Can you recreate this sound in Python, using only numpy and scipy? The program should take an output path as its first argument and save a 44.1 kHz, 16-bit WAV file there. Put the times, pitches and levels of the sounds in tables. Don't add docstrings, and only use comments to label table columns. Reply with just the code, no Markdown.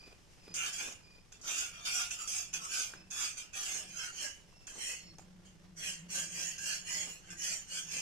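import sys
import numpy as np
from scipy import signal
from scipy.fft import rfft, irfft, next_fast_len
from scipy.io import wavfile
from scipy.ndimage import uniform_filter1d, map_coordinates

SR = 44100
rng = np.random.default_rng(int(sys.argv[2]) if len(sys.argv) > 2 else 0)


def log_audio(samples):
    frames = np.atleast_2d(samples).T
    limited = np.clip(frames, -1, 1)
    pcm = np.round(limited * 32767).astype(np.int16)
    wavfile.write(sys.argv[1], SR, pcm)


N = 353241
TIME = np.arange(N) / SR
TOP_HZ = 14200


def amp(db):
    return np.exp(np.asarray(db) * (np.log(10) / 20))


def unit(x):
    return x / np.sqrt(np.mean(x ** 2) + 1e-20)


def along(points, hz):
    f, v = np.transpose(points)
    return np.interp(np.log(hz + 1), np.log(f), v)


def curve(rows, t=TIME):
    return np.interp(t, *np.transpose(rows))


def wobble(rate):
    knots = rng.standard_normal(int(N * rate / SR) + 2)
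    return unit(np.interp(TIME * rate, np.arange(len(knots)), knots))


def swells(rows, rise_s, fall_s):
    return np.sqrt(sum(amp(db) ** 2 * np.exp(-((TIME - s) / np.where(TIME < s, rise_s, fall_s)) ** 2)
                       for s, db in rows))


def filtered(x, response):
    size = next_fast_len(N + 8192)
    return irfft(rfft(x, size) * response(np.fft.rfftfreq(size, 1 / SR)), size)[..., :N]


def moving_eq(x, response):
    hz, t, spectra = signal.stft(x, SR, nperseg=1024)
    return signal.istft(spectra * response(hz[:, None], t), SR, nperseg=1024)[1][:, :N]


def levelled(x, band_hz):
    size = next_fast_len(N)
    hz = np.fft.rfftfreq(size, 1 / SR)
    inside = rfft(x.mean(0), size)[(hz > band_hz[0]) & (hz < band_hz[1])]
    return x / np.sqrt(2 * np.sum(np.abs(inside) ** 2) / (size * N))


def peaks(modes, hz):
    return sum(amp(db) ** 2 / (1 + ((hz - centre) / (0.92 * width)) ** 2) ** 2
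               for centre, width, db in modes)


def noise(mono_share=0.046):
    white = rng.standard_normal((3, N), dtype=np.float32)
    return np.sqrt(mono_share) * white[0] + np.sqrt(1 - mono_share) * white[1:]


def snaps(per_s, decay_s):
    kicks = (rng.random(N) < per_s / SR) * np.minimum(rng.exponential(size=N), 3)
    return noise() * signal.lfilter([1], [1, -np.exp(-1 / (decay_s * SR))], kicks)


# freq_hz, gain_db
ROOM_TONE_EQ = [(20, 2.5), (50, -2), (110, -2.5), (200, -12), (400, -17), (900, -42), (2000, -30),
                (3000, -28), (3900, -36), (5300, -25), (7000, -30), (10000, -37), (14000, -47)]
# time_s, gain_db
HISS_RIDE = [(0, 6), (1.3, 1.5), (4.4, 5.5), (5.4, 1), (8, 4)]

def room_tone(level_db=-63, flicker_db=1.4):
    air = amp(level_db) * unit(filtered(noise(mono_share=0.42), lambda hz: amp(along(ROOM_TONE_EQ, hz))))
    rumble = filtered(air, lambda hz: 1 / (1 + (hz / 1000) ** 4))
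    hiss = amp(curve(HISS_RIDE) + flicker_db * wobble(24)) * (air - rumble)
    return rumble + hiss


# freq_hz, t60_s
KITCHEN_DECAY = [(200, 0.12), (2000, 0.53), (12000, 0.03)]

def kitchen_reverb(x):
    hz, t, spectra = signal.stft(rng.standard_normal((2, SR // 2)), SR, nperseg=256)
    tail = signal.istft(spectra * amp(-60 * t / along(KITCHEN_DECAY, hz)[:, None]), SR, nperseg=256)[1]
    return signal.fftconvolve(x, tail / np.linalg.norm(tail[0]), axes=1)[:, :N]


# time_s, level_db
HUM_RIDE = [(0, -70), (4.92, -73.5), (5.1, -56.5), (5.32, -60), (5.9, -56.5), (6.35, -56.5), (6.6, -62),
            (8, -62)]
# peak_s, level_db
PAN_SHOVES = [(0.5, -56.5), (1.03, -63.5), (1.76, -62.5), (2.55, -61.5), (2.98, -57.5), (3.89, -57.5),
              (4.5, -61), (6.11, -54), (6.3, -55), (7.34, -54.5), (7.9, -63)]
# pitch_hz, width_hz, level_db
PAN_MODES = [(104, 17, -12.5), (162.7, 7, 5), (180.7, 17.6, 2), (329.4, 21, -10), (578, 11, -14)]

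def pan_hum(drone_hz=176, trim_db=-4):
    hum_db = curve(HUM_RIDE)
    shake = np.hypot(amp(hum_db), swells(PAN_SHOVES, rise_s=0.047, fall_s=0.088))
    drone_gain = amp(hum_db + 1.7 * wobble(12))
    drone = np.sin(2 * np.pi * np.cumsum(drone_hz + 5 * wobble(10)) / SR)
    boom = unit(filtered(noise(mono_share=0.9), lambda hz: np.sqrt(peaks(PAN_MODES, hz))))
    return amp(trim_db) * (drone_gain * drone + shake * boom)


# freq_hz, gain_db
SQUELCH_EQ = [(60, -56), (200, 1.5), (350, 3), (600, 1.5), (1000, -2.5), (2000, -6), (6000, -10.5),
              (14000, -29)]
# peak_s, level_db
SAUCE_FOLDS = [(0.05, -64.5), (0.49, -62), (0.85, -51.5), (1.47, -59), (1.98, -62), (2.96, -61), (3.2, -66),
               (3.77, -56.5), (4.23, -61), (4.77, -58), (5.2, -71), (7.04, -57), (7.5, -76), (7.97, -56)]

def sauce(drag, rest_db=-66.5, drag_db=-16.5):
    lumps = noise(mono_share=0.23) * amp(2.35 * wobble(130) + 0.88 * wobble(22))
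    squelch = levelled(filtered(lumps, lambda hz: amp(along(SQUELCH_EQ, hz))), band_hz=(260, 900))
    smacks = unit(filtered(snaps(per_s=52, decay_s=0.007), lambda hz: 1 / (1 + 1j * hz / 3000) ** 2))
    stirred = np.hypot(amp(rest_db), amp(drag_db) * drag)
    folded = swells(SAUCE_FOLDS, rise_s=0.042, fall_s=0.062)
    return np.hypot(stirred, folded) * (amp(-7) * squelch + amp(-13.5) * smacks)


# start_s, level_db, pitch_hz
AIR_POCKETS = [(0.077, -42, 352), (0.128, -48, 447), (0.479, -40, 397), (1.182, -49.5, 480),
               (2.937, -35, 1530), (4.527, -54, 1010), (4.568, -56, 700), (4.678, -45, 1600),
               (4.779, -44, 470), (5.185, -46, 805), (5.194, -42.5, 745)]

def plops(t60_s=0.016, chirp=6, trim_db=-2):
    out, t = np.zeros(N + SR), np.arange(SR // 10) / SR
    for s, db, hz in AIR_POCKETS:
        note = np.sin(2 * np.pi * hz * t * (1 + chirp * t)) * amp(-60 * t / t60_s)
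        wet = unit(signal.lfilter(*signal.butter(1, 1500, fs=SR), rng.standard_normal(len(t))))
        smack = wet * amp(-14 - 60 * t / 0.055)
        out[round(s * SR):][:len(t)] += amp(db + trim_db) * (note + smack)
    return out[:N]


def singing_wire(hz, relative_width=0.06, wander=0.01, stutter_db=2.6):
    knots = np.arange(0, N / SR + 1, 1 / (relative_width * hz))
    drift = np.interp(TIME, knots, rng.standard_normal(len(knots)) + 1j * rng.standard_normal(len(knots)))
    cycles = np.cumsum(hz * (1 + wander * wobble(20))) / SR
    tone = np.real(drift * np.exp(2j * np.pi * cycles) * np.array([[1], [1j]]))
    return unit(tone * amp(stutter_db * wobble(70)))


# peak_s, level_db, pitch_hz, sub_octave_relative_db
WIRE_GLIDES = [(0.02, -58.5, 4800, -4.5), (0.08, -69.5, 4940, 3), (0.455, -70, 5180, -5),
               (0.52, -61, 4900, -4), (1.12, -65, 4900, 1.5), (2.98, -65.5, 5200, 0),
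               (4.6, -67, 5420, -2.5), (5.05, -62, 4290, -10), (5.07, -61, 5370, -17)]

def glides(trim_db=1):
    out = np.zeros((2, N))
    for s, db, hz, sub_db in WIRE_GLIDES:
        tone = singing_wire(hz) + amp(sub_db) * singing_wire(hz / 2)
        out += swells([(s, db)], rise_s=0.064, fall_s=0.055) * tone
    return amp(trim_db) * out


# pitch_hz, level_db
CLINK_MODES = [(1470, -6.5), (1650, -10.5), (2460, -5.5), (2720, -10), (3430, -6), (4200, -12), (5080, 1),
               (5265, -3.5), (5650, -3), (6150, 7.5), (6620, 5.5), (6980, -1), (7470, 4), (8400, -23),
               (10200, -6.5), (11200, -14)]
# start_s, tick_db, tick_t60_s, skid_db, body_relative_db
WIRE_LANDINGS = [ (0.54, -31, 0.034, -42, -14), (0.548, -33, .07, -49, -14), (0.662, -30, 0.078, -49, -6),
                 (0.728, -35, 0.065, -52, -15), (0.783, -34, .04, -50, 2), (0.924, -35, .04, -71, -22),
                 (1.321, -42, 0.015, -72, -3), (1.325, -37.5, 0.026, -68, 0), (1.333, -46, 0.03, -70, -3),
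                 (1.413, -44, .08, -57, -20), (1.478, -26.5, 0.045, -51.5, 5), (1.578, -29, 0.051, -42, -9),
                 (1.85, -43, 0.088, -42.5, -2), (1.954, -27, 0.059, -53, -8), (2.017, -24, .07, -55, -9),
                 (2.107, -29.5, 0.075, -43.5, -5.5), (2.275, -27.5, 0.056, -43, -9),
                 (2.529, -39, 0.058, -51, 0.5), (2.537, -24, 0.11, -44, -8), (3.103, -43, 0.12, -51, -9.5),
                 (3.11, -35, 0.094, -50.5, -2), (3.369, -47, 0.092, -47, -8.5),
                 (3.533, -42, .087, -58.5, 0), (3.541, -39, 0.06, -55, -8), (4.669, -37, 0.08, -54.5, -6.5),
                 (4.68, -41, .03, -57.5, -1), (5.184, -37, 0.022, -70, -10), (5.195, -48, 0.027, -70, -10),
                 (5.767, -54, .1, -56, -18), (6.102, -40, .1, -53, -7), (6.581, -33.5, .1, -48, -9),
                 (7.303, -38.5, 0.13, -54, -3)]

def ticks(trim_db=-7.5, crack_db=-6, attack_s=0.0004):
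    out, t = np.zeros((2, N + SR)), np.arange(SR // 6) / SR
    mode_hz, mode_db = np.transpose(CLINK_MODES)
    count = len(mode_hz)
    damping = np.sqrt(mode_hz / mode_hz.mean())[:, None]
    attack = 1 - np.exp(-t / attack_s)
    for s, db, t60_s, _, body_db in WIRE_LANDINGS:
        hz = mode_hz * (1 + 0.0078 * rng.standard_normal(count))
        low_db = (4 + body_db / 2) * (mode_hz < 4500)
        gain = amp(mode_db + low_db + 2 * rng.standard_normal((2, count)))
        phase = rng.random((2, count, 1))
        modes = np.sin(2 * np.pi * (hz[:, None] * t + phase)) * amp(-60 * damping * t / t60_s)
        clink = 2 * np.sum(gain[..., None] * modes, axis=1) / np.linalg.norm(gain) * attack
        snap = signal.lfilter(*signal.butter(2, 9000, fs=SR), rng.standard_normal((2, len(t))))
        crack = unit(snap) * amp(crack_db - 60 * t / 0.005)
        out[:, round(s * SR):][:, :len(t)] += amp(db + trim_db) * (clink + crack)
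    return out[:, :N]


def glints(edge_gain, per_s=160, t60_s=0.035, level_db=-17, low_hz=7600, high_hz=13600):
    out, t = np.zeros((2, N + SR)), np.arange(SR // 20) / SR
    envelope = amp(-60 * t / t60_s) * (1 - np.exp(-t / 0.0011))
    for when, height, size, *phase in rng.random((int(per_s * N / SR), 5)):
        hz = low_hz + height * (high_hz - low_hz)
        gain = size * amp(-16 * np.log2(hz / low_hz))
        ping = envelope * np.sin(2 * np.pi * (hz * t + np.array(phase)[:, None]))
        out[:, int(when * N):][:, :len(t)] += gain * ping
    return amp(level_db) * edge_gain * unit(out[:, :N])


def snags(edge_gain, level_db=-17.5, highpass_hz=8500):
    rasp = filtered(snaps(per_s=300, decay_s=0.0015), lambda hz: (1j * hz / (highpass_hz + 1j * hz)) ** 3)
    return amp(level_db) * edge_gain * unit(rasp)


# start_s, attack_s, release_after_s, level_db, body_relative_db, loop_pitch_hz, loop_level_db
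WHISK_STROKES = [ (0.542, 0.053, 0.12, -42.5, -3.5, 1460, 6), (0.728, 0.0055, 0.14, -46, -6.5, 1520, 1),
                 (1.426, 0.072, 0.2, -41.5, -5.5, 1436, 2.5), (1.722, 0.017, 0.2, -59.5, 2.5, 1360, 7),
                 (1.83, .12, 0.18, -38, -7, 1426, -0.5), (2.164, 0.058, 0.043, -42.5, -8, 1280, 5),
                 (2.267, 0.083, 0.12, -39.5, -9.5, 1530, -11), (2.592, 0.061, 0.06, -45.5, -6.5, 1300, 10),
                 (2.673, 0.081, 0.14, -38, -8.5, 1530, -2.5), (3.104, 0.11, 0.15, -39.5, -6.5, 1660, -1),
                 (3.35, 0.039, 0.031, -53.5, 1.5, 1420, 1), (3.524, 0.054, .25, -43, -6, 1730, -2),
                 (3.846, 0.057, 0.13, -55, -2.5, 1560, 2), (3.938, 0.053, 0.12, -46, -3.5, 1430, 6.5),
                 (4.114, 0.14, 0.13, -42, -3, 1680, -4), (4.684, 0.074, 0.07, -54.5, -6.5, 1660, 4),
                 (4.759, 0.071, 0.16, -44, -4.5, 1960, 1.5), (5.447, 0.012, 0.013, -65.5, -1.5, 1660, -8),
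                 (5.756, 0.12, 0.14, -42, -5, 1830, 0.5), (6.083, 0.09, 0.12, -38.5, -7.5, 1660, 0.5),
                 (6.27, 0.13, 0.22, -42.5, -4.5, 1860, -2), (6.594, 0.076, 0.14, -40, -7.5, 1620, 6),
                 (6.839, .08, 0.18, -41.5, -5, 1980, 3.5), (7.07, 0.045, 0.026, -46.5, -9, 1870, -5),
                 (7.206, 0.094, 0.089, -62, 4.5, 1550, 11), (7.361, 0.086, 0.18, -40.5, -7, 1940, 1.5),
                 (7.667, 0.092, 0.12, -42.5, -6.5, 1570, 5.5), (7.851, 0.095, 0.2, -43, -4, 1700, -2)]

def pressure(release_db_per_s=144.5, brake_db_per_s2=275,
             skid_attack_s=0.0053, skid_hold_s=0.03, skid_db_per_s=261):
    power, t = np.zeros((2, N + SR)), np.arange(SR) / SR
    contacts = []
    for s, attack_s, release_after_s, db, body_db, *_ in WHISK_STROKES:
        after = np.maximum(t - release_after_s, 0)
        fade_db = after * (release_db_per_s + brake_db_per_s2 * after)
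        contacts.append((s, np.minimum(t / attack_s, 1) * amp(db - fade_db), body_db))
    for s, _, _, db, body_db in WIRE_LANDINGS:
        fade_db = skid_db_per_s * np.maximum(t - skid_hold_s, 0)
        contacts.append((s, np.minimum(t / skid_attack_s, 1) * amp(db - fade_db), body_db))
    for s, gain, body_db in contacts:
        power[:, round(s * SR):][:, :SR] += (gain * amp([[0], [body_db]])) ** 2
    return np.sqrt(power[:, :N])


def bent_loops(hz, t, width_hz=120, overtone_ratio=1.825, overtone_db=-14.5):
    starts, *_, pitches, levels = np.transpose(WHISK_STROKES)
    stroke = np.maximum(np.searchsorted(starts, t) - 1, 0)
    pitch_hz, db = pitches[stroke], levels[stroke]
    overtone = (overtone_ratio * pitch_hz, overtone_ratio * width_hz, db + overtone_db)
    return peaks([(pitch_hz, width_hz, db), overtone], hz)


# time_s, flatness (0 steep, 1 flat)
GRIP_RIDE = [(0, 0.22), (3.6, 0.085), (4.0, 0.9), (4.3, 0.98), (6.9, 0.89), (7.3, 0.87), (8, 0.56)]
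# pitch_hz, width_hz, level_db
STEEP_MODES = [(737, 70, -9), (1250, 120, -8), (1455, 110, -6), (2490, 170, 4.5), (2760, 160, 0),
               (3380, 340, -1.5), (4650, 280, -3), (5120, 400, 0), (6210, 650, 2.5), (7050, 650, 0.5),
               (8100, 380, -5), (9950, 800, -11), (13400, 900, -19)]
FLAT_MODES = [(590, 70, -10), (735, 60, -12), (1640, 110, -2), (2090, 130, -3.5), (2400, 150, -4),
              (2820, 330, 3), (3130, 280, -0.5), (4520, 450, -2), (5420, 280, 2), (6290, 750, 3),
              (6900, 490, 4.5), (8300, 420, 0), (10300, 1200, -12), (12000, 700, -17)]
# freq_hz, level_db
GRIT_EQ = [(100, -55), (300, -20), (900, -17), (1500, -15), (2000, -17), (3850, -15), (5000, -19.5),
           (8000, -12), (11000, -17), (14000, -28)]
# flatness, notch_hz
GRIP_NOTCH = [(0, 4100), (1, 3590)]

def whisk_colour(hz, t, notch_db=-3, flat_extra_db=-12):
    flat = np.clip(curve(GRIP_RIDE, t), 0, 1)
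    modes = (1 - flat) * peaks(STEEP_MODES, hz) + flat * peaks(FLAT_MODES, hz)
    power = modes + bent_loops(hz, t) + amp(along(GRIT_EQ, hz)) ** 2
    notches = peaks([(curve(GRIP_NOTCH, flat), 310, 0), (1100, 220, -7)], hz)
    return np.sqrt(power) * amp((notch_db + flat_extra_db * flat) * notches)


def splay(edge_gain, lag_s=0.05, half_touching_db=-44):
    pole = np.exp(-1 / (lag_s * SR))
    pressed = signal.lfilter([1 - pole], [1, -pole], edge_gain) ** 2
    return pressed / (pressed + amp(half_touching_db) ** 2)


def wire_groups(hz, t, touching, few_db=7, many_db=2.8, broad_db=1.9, life_s=0.06):
    def ripple(spacing_hz):
        position = np.broadcast_arrays(hz / spacing_hz, t / life_s + hz / 1700)
        field = map_coordinates(rng.standard_normal((100, 170)), position, order=2, mode="wrap")
        return np.minimum(unit(field), 1.2)

    narrow, broad = ripple(170), ripple(520)
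    narrow_db = few_db + (many_db - few_db) * np.interp(t, TIME, touching)
    reach = along([(1600, 0.6), (2600, 0.7), (4500, 1), (8500, 1), (11000, 0.6)], hz)
    return amp(reach * (narrow_db * narrow + broad_db * broad))


def wire_ring(slips, spacing_hz=100, t60_s=0.085, size=8192):
    hop, t = size // 2, np.arange(size) / SR
    padded = np.pad(slips, ((0, 0), (hop, size)))
    fade, decay = np.sin(np.pi * np.arange(size) / size), amp(-60 * t / t60_s)
    out, count = np.zeros((2, N + 4 * size)), int(TOP_HZ / spacing_hz)
    for start in range(0, N + hop, hop):
        hz = (np.arange(count) + rng.random(count)) * spacing_hz
        gains = rng.choice([-1, 1], (2, count)) * amp(2 * rng.standard_normal((2, count)))
        spectrum = np.zeros((2, hop + 1))
        spectrum[:, (hz * size / SR).astype(int)] = gains
        modes = irfft(spectrum * np.array([[1], [1j]])) * decay
        grain = signal.fftconvolve(padded[:, start:start + size] * fade, modes, axes=1)
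        out[:, start:start + grain.shape[1]] += grain
    return unit(out[:, hop:hop + N])


def scrape(edge_gain, body_gain, crossover_hz=3900):
    slips = noise(mono_share=0.59) * amp(2.06 * wobble(900))
    touching = splay(edge_gain)
    ring = moving_eq(wire_ring(slips), lambda hz, t: whisk_colour(hz, t) * wire_groups(hz, t, touching))
    ring = ring / np.sqrt(np.abs(uniform_filter1d(np.mean(ring ** 2, axis=0), size=1300)) + 1e-12)
    lows = filtered(ring, lambda hz: 1 / (1 + (hz / crossover_hz) ** 12))
    body = amp(0.7) * body_gain * levelled(lows, band_hz=(1100, 3600))
    edge = amp(-0.64) * edge_gain * levelled(ring - lows, band_hz=(4000, 12000))
    flutter = amp(0.27 * wobble(250) + 0.3 * wobble(70))
    return flutter * (edge + body)


# freq_hz, left_minus_right_db
STEREO_TILT = [(500, -1), (2400, -1), (3300, -2), (4100, -2), (5200, -2), (6400, -7.5), (7200, -4),
               (7800, -1.5), (8600, 3), (9700, 1.5), (10600, -0.5), (12000, -1)]

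def scene(reverb_db=-14):
    edge_gain, body_gain = pressure()
    whisk = scrape(edge_gain, body_gain) + snags(edge_gain) + glints(edge_gain) + glides() + ticks()
    close = whisk + plops() + sauce(drag=body_gain)
    close = filtered(close, lambda hz: amp(np.array([[0.5], [-0.5]]) * along(STEREO_TILT, hz)))
    return close + amp(reverb_db) * kitchen_reverb(close) + pan_hum() + room_tone()


def record(dry):
    return filtered(dry, lambda hz: hz < TOP_HZ)


dry = scene()
out = record(dry)
log_audio(out)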